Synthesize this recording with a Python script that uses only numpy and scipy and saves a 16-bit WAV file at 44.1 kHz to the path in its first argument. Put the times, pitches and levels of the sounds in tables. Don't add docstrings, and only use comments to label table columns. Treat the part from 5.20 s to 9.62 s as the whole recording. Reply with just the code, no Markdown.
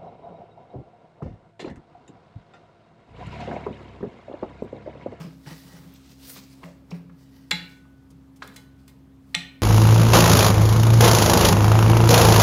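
import sys
import numpy as np
from scipy import signal
from scipy.fft import rfft, irfft
from scipy.io import wavfile
from scipy.ndimage import uniform_filter1d

SR = 44100
rng = np.random.default_rng(int(sys.argv[2]) if len(sys.argv) > 2 else 0)


def to_wav(s):
    ch = np.atleast_2d(s).T
    pcm = np.round(np.clip(ch, -1, 1) * 32767)
    wavfile.write(sys.argv[1], SR, pcm.astype(np.int16))


def ratio_of_db(decibels):
    return 10 ** (np.asarray(decibels, float) / 20)


N = 194920
STEP = 40

# (multiple of the turning rate, rms level [dB])
HUM_PARTIALS = [(1, -59), (2, -59), (3, -65), (4, -53.5), (5, -79.5)]
HUM_HZ = 67.1
# (frequency [Hz], relative density [dB per Hz])
HISS_SPECTRUM = [(28, -39.5), (42, -29), (56, -14), (80, -18), (100, -14), (165, -12.5), (220, -17),
                 (300, -20.5), (540, -29.5), (1100, -33), (1700, -40), (4000, -46), (9000, -53),
                 (15000, -53.5)]
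HISS_DB = -56.5
# (frequency [Hz], decay by 60 dB [s])
GARAGE_DECAY = [(250, 0.43), (1000, 0.5), (3000, 0.45), (8000, 0.26), (15000, 0.4)]
CRACK_ROOM_DB, RING_ROOM_DB, BOOM_ROOM_DB = -8.5, -8, -9

# (frequency [Hz], relative density [dB per Hz])
CLOTH_SPECTRUM = [(300, -9), (430, -3.5), (860, -11), (1330, -11.5), (2300, -7), (3300, -8.5), (4200, -3.5),
                  (6000, -9.5), (8500, -11), (12000, -15.5), (14800, -12.5), (17000, -14)]
# (time of height [s], level at 3-7 kHz before the leans [dB], swell [ms], fade [ms], treble lean [dB])
SWISHES_AND_TAILS = [(0.03, -58, 130, 280, -41), (0.285, -53, 70, 360, -9.5), (0.40, -62.5, 340, 550, 6),
                     (0.58, -66.5, 300, 330, -1), (0.76, -58, 86, 70, -13), (0.845, -62.5, 66, 110, -10),
                     (0.923, -56, 120, 55, -4), (1.04, -53.5, 87, 95, 1.5), (1.10, -48.5, 66, 89, 8),
                     (1.172, -45, 41, 64, -5), (1.23, -60.5, 79, 140, -9), (1.335, -61.5, 400, 134, 0),
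                     (1.444, -61.5, 20, 164, -4), (2.0, -71, 65, 200.5, 4), (2.165, -70, 180, 330, 2.5),
                     (2.5, -65.5, 299.5, 200, -0.5), (3.385, -63, 90, 70, -3), (3.6, -74, 71, 98, -2),
                     (3.689, -63, 23, 60.5, 0), (4.1, -72, 80, 750, 2.5)]
SWISH_BASS_DB = -0.5
# (time of height [s], level at 0.5-1.8 kHz before the dulling [dB], swell [ms], fade [ms])
SCUFFS = [(0.005, -45, 92, 148), (0.27, -50, 25, 100), (0.315, -48, 54, 70), (0.56, -55, 230, 330),
          (1.455, -51.5, 110, 100), (1.75, -54, 114, 110), (3.24, -49.5, 43, 200)]

# (time [s], level [dB], upper mode relative to lower [dB])
POST_BLOWS = [(2.314, -46, -6), (3.361, -60, -2), (4.15, -56, -13)]
# (frequency [Hz], decay by 60 dB [s])
POST_MODES = [(1486, 1.2), (3030, 0.49)]

# (time of height [s], level [dB], swell [ms], fade [ms])
DRAG_STROKES = [(0.03, -72, 150, 140), (0.275, -50, 30, 110), (0.31, -50.5, 60, 110),
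                (0.42, -62.5, 170, 250), (0.57, -54.5, 240, 140), (1.725, -61, 20, 100),
                (2.0, -68, 53, 250), (2.16, -64, 150, 295)]
# (frequency [Hz], width [Hz], relative level [dB])
DRAG_TONES = [(900, 90, -1.5), (1220, 90, -9), (1590, 84, -11), (1930, 120, 1), (3000, 120, -4.5),
              (3900, 200, -6), (4700, 200, -6), (5240, 250, -5), (5770, 120, -6.5), (10000, 500, -11),
              (12500, 500, -12), (15000, 900, -7.5)]

# (time [s], peak level [dB], pitch of the air inside [Hz])
BOOMS = [(0.003, -30, 161), (0.049, -31, 178), (0.079, -31.5, 167), (0.166, -48, 151), (0.271, -34.5, 148),
         (0.317, -34.5, 161), (0.453, -43, 167), (0.54, -40.5, 167), (0.597, -40, 145), (0.659, -41, 175),
         (1.184, -43.5, 199), (1.447, -35, 172), (1.727, -26, 172), (1.855, -42, 175), (1.911, -42.5, 170),
         (2.331, -28, 175), (2.417, -40.5, 175), (2.926, -46, 167), (3.248, -46.5, 132),
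         (3.289, -47, 197.5), (4.166, -32, 172)]
BOOM_RISE_MS, BOOM_T60_S = 6.7, 0.16
SPLIT_HZ, SPLIT_SHARE = 16, 0.14
# (frequency [Hz], relative level [dB], decay by 60 dB [s])
SIDEWALL_MODES = [(117, -2.5, 0.066), (325.5, 4, 0.14), (436, 0.5, 0.11), (514, -3, .1), (600, -4, .1)]
WALL_DB = -17.5

# (time of height [s], rms level there [dB], centre [Hz], colour width [octaves], contact length [ms])
CONTACTS = [(0.012, -57.5, 5020, 0.23, 69), (0.264, -50.5, 1880, 1.2, 9.1), (0.739, -50, 13000, 0.39, 1.7),
            (1.164, -47, 1130, 0.16, 10.2), (1.422, -56, 900, 0.69, 7.4), (1.434, -36.5, 1020, 0.22, 7.9),
            (1.440, -42.5, 2180, 0.65, 3.1), (1.47, -50, 570, 0.5, 49), (1.709, -47, 4840, 0.64, 8.2),
            (1.715, -38.5, 860, 0.58, 5.9), (1.717, -46.5, 2510, 0.37, 12), (1.745, -51.5, 420, 0.5, 30),
            (1.898, -56, 1240, 1.36, 10), (2.311, -23.5, 3540, 1.8, 4.78), (2.3146, -14.5, 1825, 1.6, 3.9),
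            (2.656, -60, 1100, 0.36, 9.6), (2.908, -60.5, 5500, 1.8, 16), (3.165, -60.5, 4950, 2.4, 20),
            (3.222, -35, 1870, 0.73, 4.6), (3.223, -29.5, 1320, 0.51, 5.96), (3.227, -44, 3970, 0.94, 9.8),
            (3.24, -60, 12000, 1.0, 8.8), (3.276, -46.5, 8000, 2.8, 4.4), (3.343, -63, 9000, 1.7, 12),
            (3.364, -43.5, 4600, 2.5, 12), (3.68, -49.5, 3000, 5.5, 5.7), (4.146, -33, 3000, 1.05, 4.83),
            (4.150, -16, 2454, 1.84, 2.63)]
# (time [s], level [dB], spot along the bar [0 tip - 1 shaft])
STRIKES = [(2.311, -23, 0.0), (3.224, -54.5, 0.5), (3.276, -56, 0.58), (3.363, -52, 0), (3.681, -63, 0.5),
           (4.146, -30, 0.85)]
# (frequency [Hz], level struck at tip [dB], level struck on shaft [dB], longest decay by 60 dB [s])
STEEL_MODES = [(560, -23, -17, .08), (705, -24.5, -11.5, 0.15), (853, -12.5, -15, 0.22),
               (1222, -22, -1.5, 0.044), (1393, -19.5, -10, .08), (1856, -2, 1, 0.071),
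               (1900, -4.5, 0.5, 0.1), (1978, -17.5, -10, 0.15), (2047, -6.5, -35.5, 0.13),
               (2135, -3, -2, 0.17), (2187, -7, -7, 0.087), (2268, -22, -10, 0.096), (2369, -27, -7.5, .12),
               (2490, -26.5, -1, .15), (2584, -22.5, -12, 0.14), (2677, -8.5, -2, 0.091),
               (2860, -12.5, -18.5, .15), (3381, -2.5, -46, 0.11), (3475, 1.5, 5, 0.053),
               (3593, -17.5, -1, 0.071), (3730, -8, -4, .1), (3965, -7.5, -6, 0.73), (4000, -19, -11, 0.69),
               (4098, -3, 1, 0.04), (4082, -4, -35, .1), (4420, -15.5, -31, .1), (5640, -17.5, -24, .08),
               (5790, -19, -7.5, .1), (6900, -10.5, -29, .06), (7510, -7.5, -37, 0.07),
               (7919, -25, -5, .08), (9250, -18.5, -17, 0.079), (11060, -17, -30, 0.054)]
SLIDE_MS = 4.0
GRIP_T60_S = 0.3
RATTLE_DB = 2.8


def rms_one(x):
    return x / np.sqrt(np.mean(x ** 2) + 1e-20)


def at_hz(points, hz):
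    table = np.array(points)
    return np.interp(np.log(hz), np.log(table[:, 0]), table[:, 1])


def full_rate(curve):
    return np.interp(np.arange(N) / STEP, np.arange(len(curve)), curve)


def drift(rate_hz):
    r = np.exp(-2 * np.pi * rate_hz * STEP / SR)
    noise = rng.standard_normal(N // STEP + 2002)
    slow = signal.lfilter([1], [1, -2 * r, r * r], noise)[2000:]
    return full_rate(rms_one(slow - slow.mean()))


def bands(x):
    edges_hz = 26 * 2 ** np.arange(0, 9.6, 1 / 3)
    for k, (low, high) in enumerate(zip(edges_hz, edges_hz[1:])):
        sos = signal.butter(2, [low, high], "band", fs=SR, output="sos")
        yield np.sqrt(low * high), signal.sosfilt(sos, x[k % 2])


def ring(clicks, hz, t60):
    r, w = ratio_of_db(-60 / (t60 * SR)), 2 * np.pi * hz / SR
    return signal.lfilter([0, np.sin(w)], [1, -2 * r * np.cos(w), r * r], clicks + 1e-18)


def add(track, s, piece):
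    i = max(round(s * SR), 0)
    track[i:i + len(piece)] += piece[:N - i]


def slips(per_s, uneven_db):
    spread = np.minimum(rng.exponential(1, (2, N)), 4)
    sizes = rng.standard_normal((2, N)) * ratio_of_db(uneven_db * spread)
    return rms_one((rng.random((2, N)) < per_s / SR) * sizes)


def strokes(rows):
    s, db, rise_ms, fall_ms = np.array(rows)[:, :4].T[:, :, None]
    ms = (np.arange(N // STEP + 1) * STEP / SR - s) * 1000
    return ratio_of_db(db - 20 * np.where(ms < 0, -ms / rise_ms, ms / fall_ms))


def together(envelopes):
    return full_rate(np.sqrt((envelopes ** 2).sum(axis=0)))


def hiss(patchy_db=1.44):
    total = 0
    for hz, band in bands(rng.standard_normal((2, N))):
        total = total + band * ratio_of_db(at_hz(HISS_SPECTRUM, hz) + patchy_db * drift(23.0))
    return ratio_of_db(HISS_DB) * rms_one(total)


def hum(waver_hz=0.084, waver_db=1.43):
    phase = 2 * np.pi * np.cumsum(HUM_HZ + waver_hz * drift(1.5)) / SR
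    total = 0
    for k, db in HUM_PARTIALS:
        height = np.sqrt(2) * ratio_of_db(db + waver_db * drift(4.0))
        total = total + height * np.sin(k * phase + 0.713 * k * k)
    return total


def garage(x, gap_ms=2.0, even_hz=60.7):
    t = np.arange(N) / SR
    echoes = 0
    for hz, band in bands(rng.standard_normal((2, N))):
        echoes = echoes + band * ratio_of_db(-60 * t / at_hz(GARAGE_DECAY, hz))
    t = t[:SR]
    response = rfft(echoes[:SR] * (1 - np.exp(-(t * 1000 / gap_ms) ** 2)))
    power = np.abs(response) ** 2 + 1e-12
    response *= np.sqrt(uniform_filter1d(power, size=900) / uniform_filter1d(power, size=int(even_hz)))
    fade_out = np.minimum((SR - np.arange(SR)) / SR * 2, 1) ** 4
    echoes = irfft(response) * fade_out
    return signal.fftconvolve(x, rms_one(echoes) / np.sqrt(SR))[:N]


def rustle(patchy_db=1.5, slow_db=1.0, grit_db=0.8):
    bright, scuff = strokes(SWISHES_AND_TAILS), strokes(SCUFFS)
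    treble_db = np.array(SWISHES_AND_TAILS)[:, 4:]
    parts = [(hz, band * ratio_of_db(at_hz(CLOTH_SPECTRUM, hz)))
             for hz, band in bands(slips(9000.0, uneven_db=0.5)) if hz > 250]
    low = np.std(sum(band for hz, band in parts if 500 < hz < 1800))
    mid = np.std(sum(band for hz, band in parts if 3000 < hz < 7000))
    out = 0
    grit = grit_db * drift(40.0)
    for hz, band in parts:
        bass_lean_db = at_hz([(1800, 0.96), (3200, 0.24)], hz) * SWISH_BASS_DB
        treble_lean_db = at_hz([(6500, 0.086), (10000, 1)], hz) * treble_db
        dull_db = at_hz([(1200, -2.5), (2500, -14), (5000, -21)], hz)
        bright_level = bright * ratio_of_db(bass_lean_db + treble_lean_db) / mid
        scuff_level = scuff * ratio_of_db(dull_db) / low
        level = together(np.vstack([bright_level, scuff_level]))
        out = out + band * level * ratio_of_db(patchy_db * drift(8.4) + slow_db * drift(1.0) + grit)
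    return out


def post():
    out = 0
    for k, (hz, t60) in enumerate(POST_MODES):
        clicks = np.zeros(N)
        for s, db, upper_db in POST_BLOWS:
            clicks[round(s * SR)] = ratio_of_db(db + k * upper_db)
        out = out + ring(clicks, hz, t60)
    return out


def drag(waver_db=-1.0):
    rub = slips(1200.0, uneven_db=3.5)
    out = 0
    for k, (hz, width_hz, db) in enumerate(DRAG_TONES):
        tone = rms_one(ring(rub[k % 2], hz, 2.2 / width_hz))
        out = out + ratio_of_db(db + waver_db * drift(5.0)) * tone
    return together(strokes(DRAG_STROKES)) * rms_one(out)


def tyre(lead_ms=14.0):
    air, t = np.zeros(N), np.arange(SR // 3) / SR
    shape = (1 - np.exp(-t * 1000 / BOOM_RISE_MS)) ** 2 * ratio_of_db(-60 * t / BOOM_T60_S)
    pushes = np.zeros((len(SIDEWALL_MODES), N))
    count = len(SIDEWALL_MODES)
    for s, peak_db, hz in BOOMS:
        pair = np.sin(2 * np.pi * hz * t) + SPLIT_SHARE * np.sin(2 * np.pi * (hz + SPLIT_HZ) * t)
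        boom = ratio_of_db(peak_db) * shape / shape.max() * pair / (1 + SPLIT_SHARE)
        add(air, s - 0.006, boom)
        lead_s = lead_ms / 1000 * rng.uniform(0.27, 1, count)
        when = np.maximum((s - lead_s) * SR, 0).astype(int)
        pushes[np.arange(count), when] = ratio_of_db(peak_db + WALL_DB + rng.normal(0, 3.6, count))
    wall = sum(ratio_of_db(db) * ring(row, hz, t60) for row, (hz, db, t60) in zip(pushes, SIDEWALL_MODES))
    return air + wall


def bar_cracks(thud_db=-18.5, thud_hz=500.0, skirt_db=-20.5):
    cracks = np.zeros(N)
    t = np.arange(4096) / SR
    hz = np.fft.rfftfreq(4096, 1 / SR) + 1
    for s, crack_db, centre_hz, octaves, ms in CONTACTS:
        rise_s = ms / 3000
        x = t / rise_s
        peak = np.exp(-2 * (np.log2(hz / centre_hz) / max(octaves, 0.2)) ** 2)
        skirt = ratio_of_db(skirt_db) * (hz > 300) / (1 + (hz / (3.0 * centre_hz)) ** 4)
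        thud = ratio_of_db(thud_db) * np.exp(-2 * np.log2(hz / thud_hz) ** 2) * np.sqrt(centre_hz / thud_hz)
        grit = irfft(rfft(rng.standard_normal(4096)) * (peak + skirt + thud))
        add(cracks, s - rise_s, ratio_of_db(crack_db) * x * np.exp(1 - x) * rms_one(grit))
    return cracks


def steel_ring():
    modes = np.array(STEEL_MODES)
    count = len(modes)
    clicks = np.zeros((count, N))
    for s, db, spot in STRIKES:
        level_db = (1 - spot) * modes[:, 1] + spot * modes[:, 2]
        slide_s = SLIDE_MS / 1000 * (rng.random(count) - 0.4)
        when = ((s + slide_s) * SR).astype(int)
        clicks[np.arange(count), when] += ratio_of_db(db + level_db + rng.normal(0, 1.2, count))
    out = 0
    for row, (hz, _, _, t60) in zip(clicks, STEEL_MODES):
        held_t60 = min(t60, GRIP_T60_S * min(4200 / hz, 1) ** 1.5)
        out = out + ring(row, hz, held_t60) * ratio_of_db(RATTLE_DB * drift(60))
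    return out


def scene():
    cracks, steel, boom = bar_cracks(), steel_ring(), tyre()
    rubbing = rustle() + drag()
    to_room = ratio_of_db(CRACK_ROOM_DB) * (cracks + rubbing / 2)
    to_room = to_room + ratio_of_db(RING_ROOM_DB) * steel + ratio_of_db(BOOM_ROOM_DB) * boom
    direct = cracks + steel + post() + boom + rubbing
    return (direct + garage(to_room) + hum() + hiss())[None]


def roll_off(x):
    return signal.sosfilt(signal.butter(12, 16520, fs=SR, output="sos"), x)


def record(dry):
    x = signal.sosfilt(signal.butter(2, 36.0, "high", fs=SR, output="sos"), dry)
    x = signal.sosfilt(signal.cheby2(12, 60, 16650, fs=SR, output="sos"), x)
    return roll_off(x)


dry = scene()
out = record(dry)
to_wav(out)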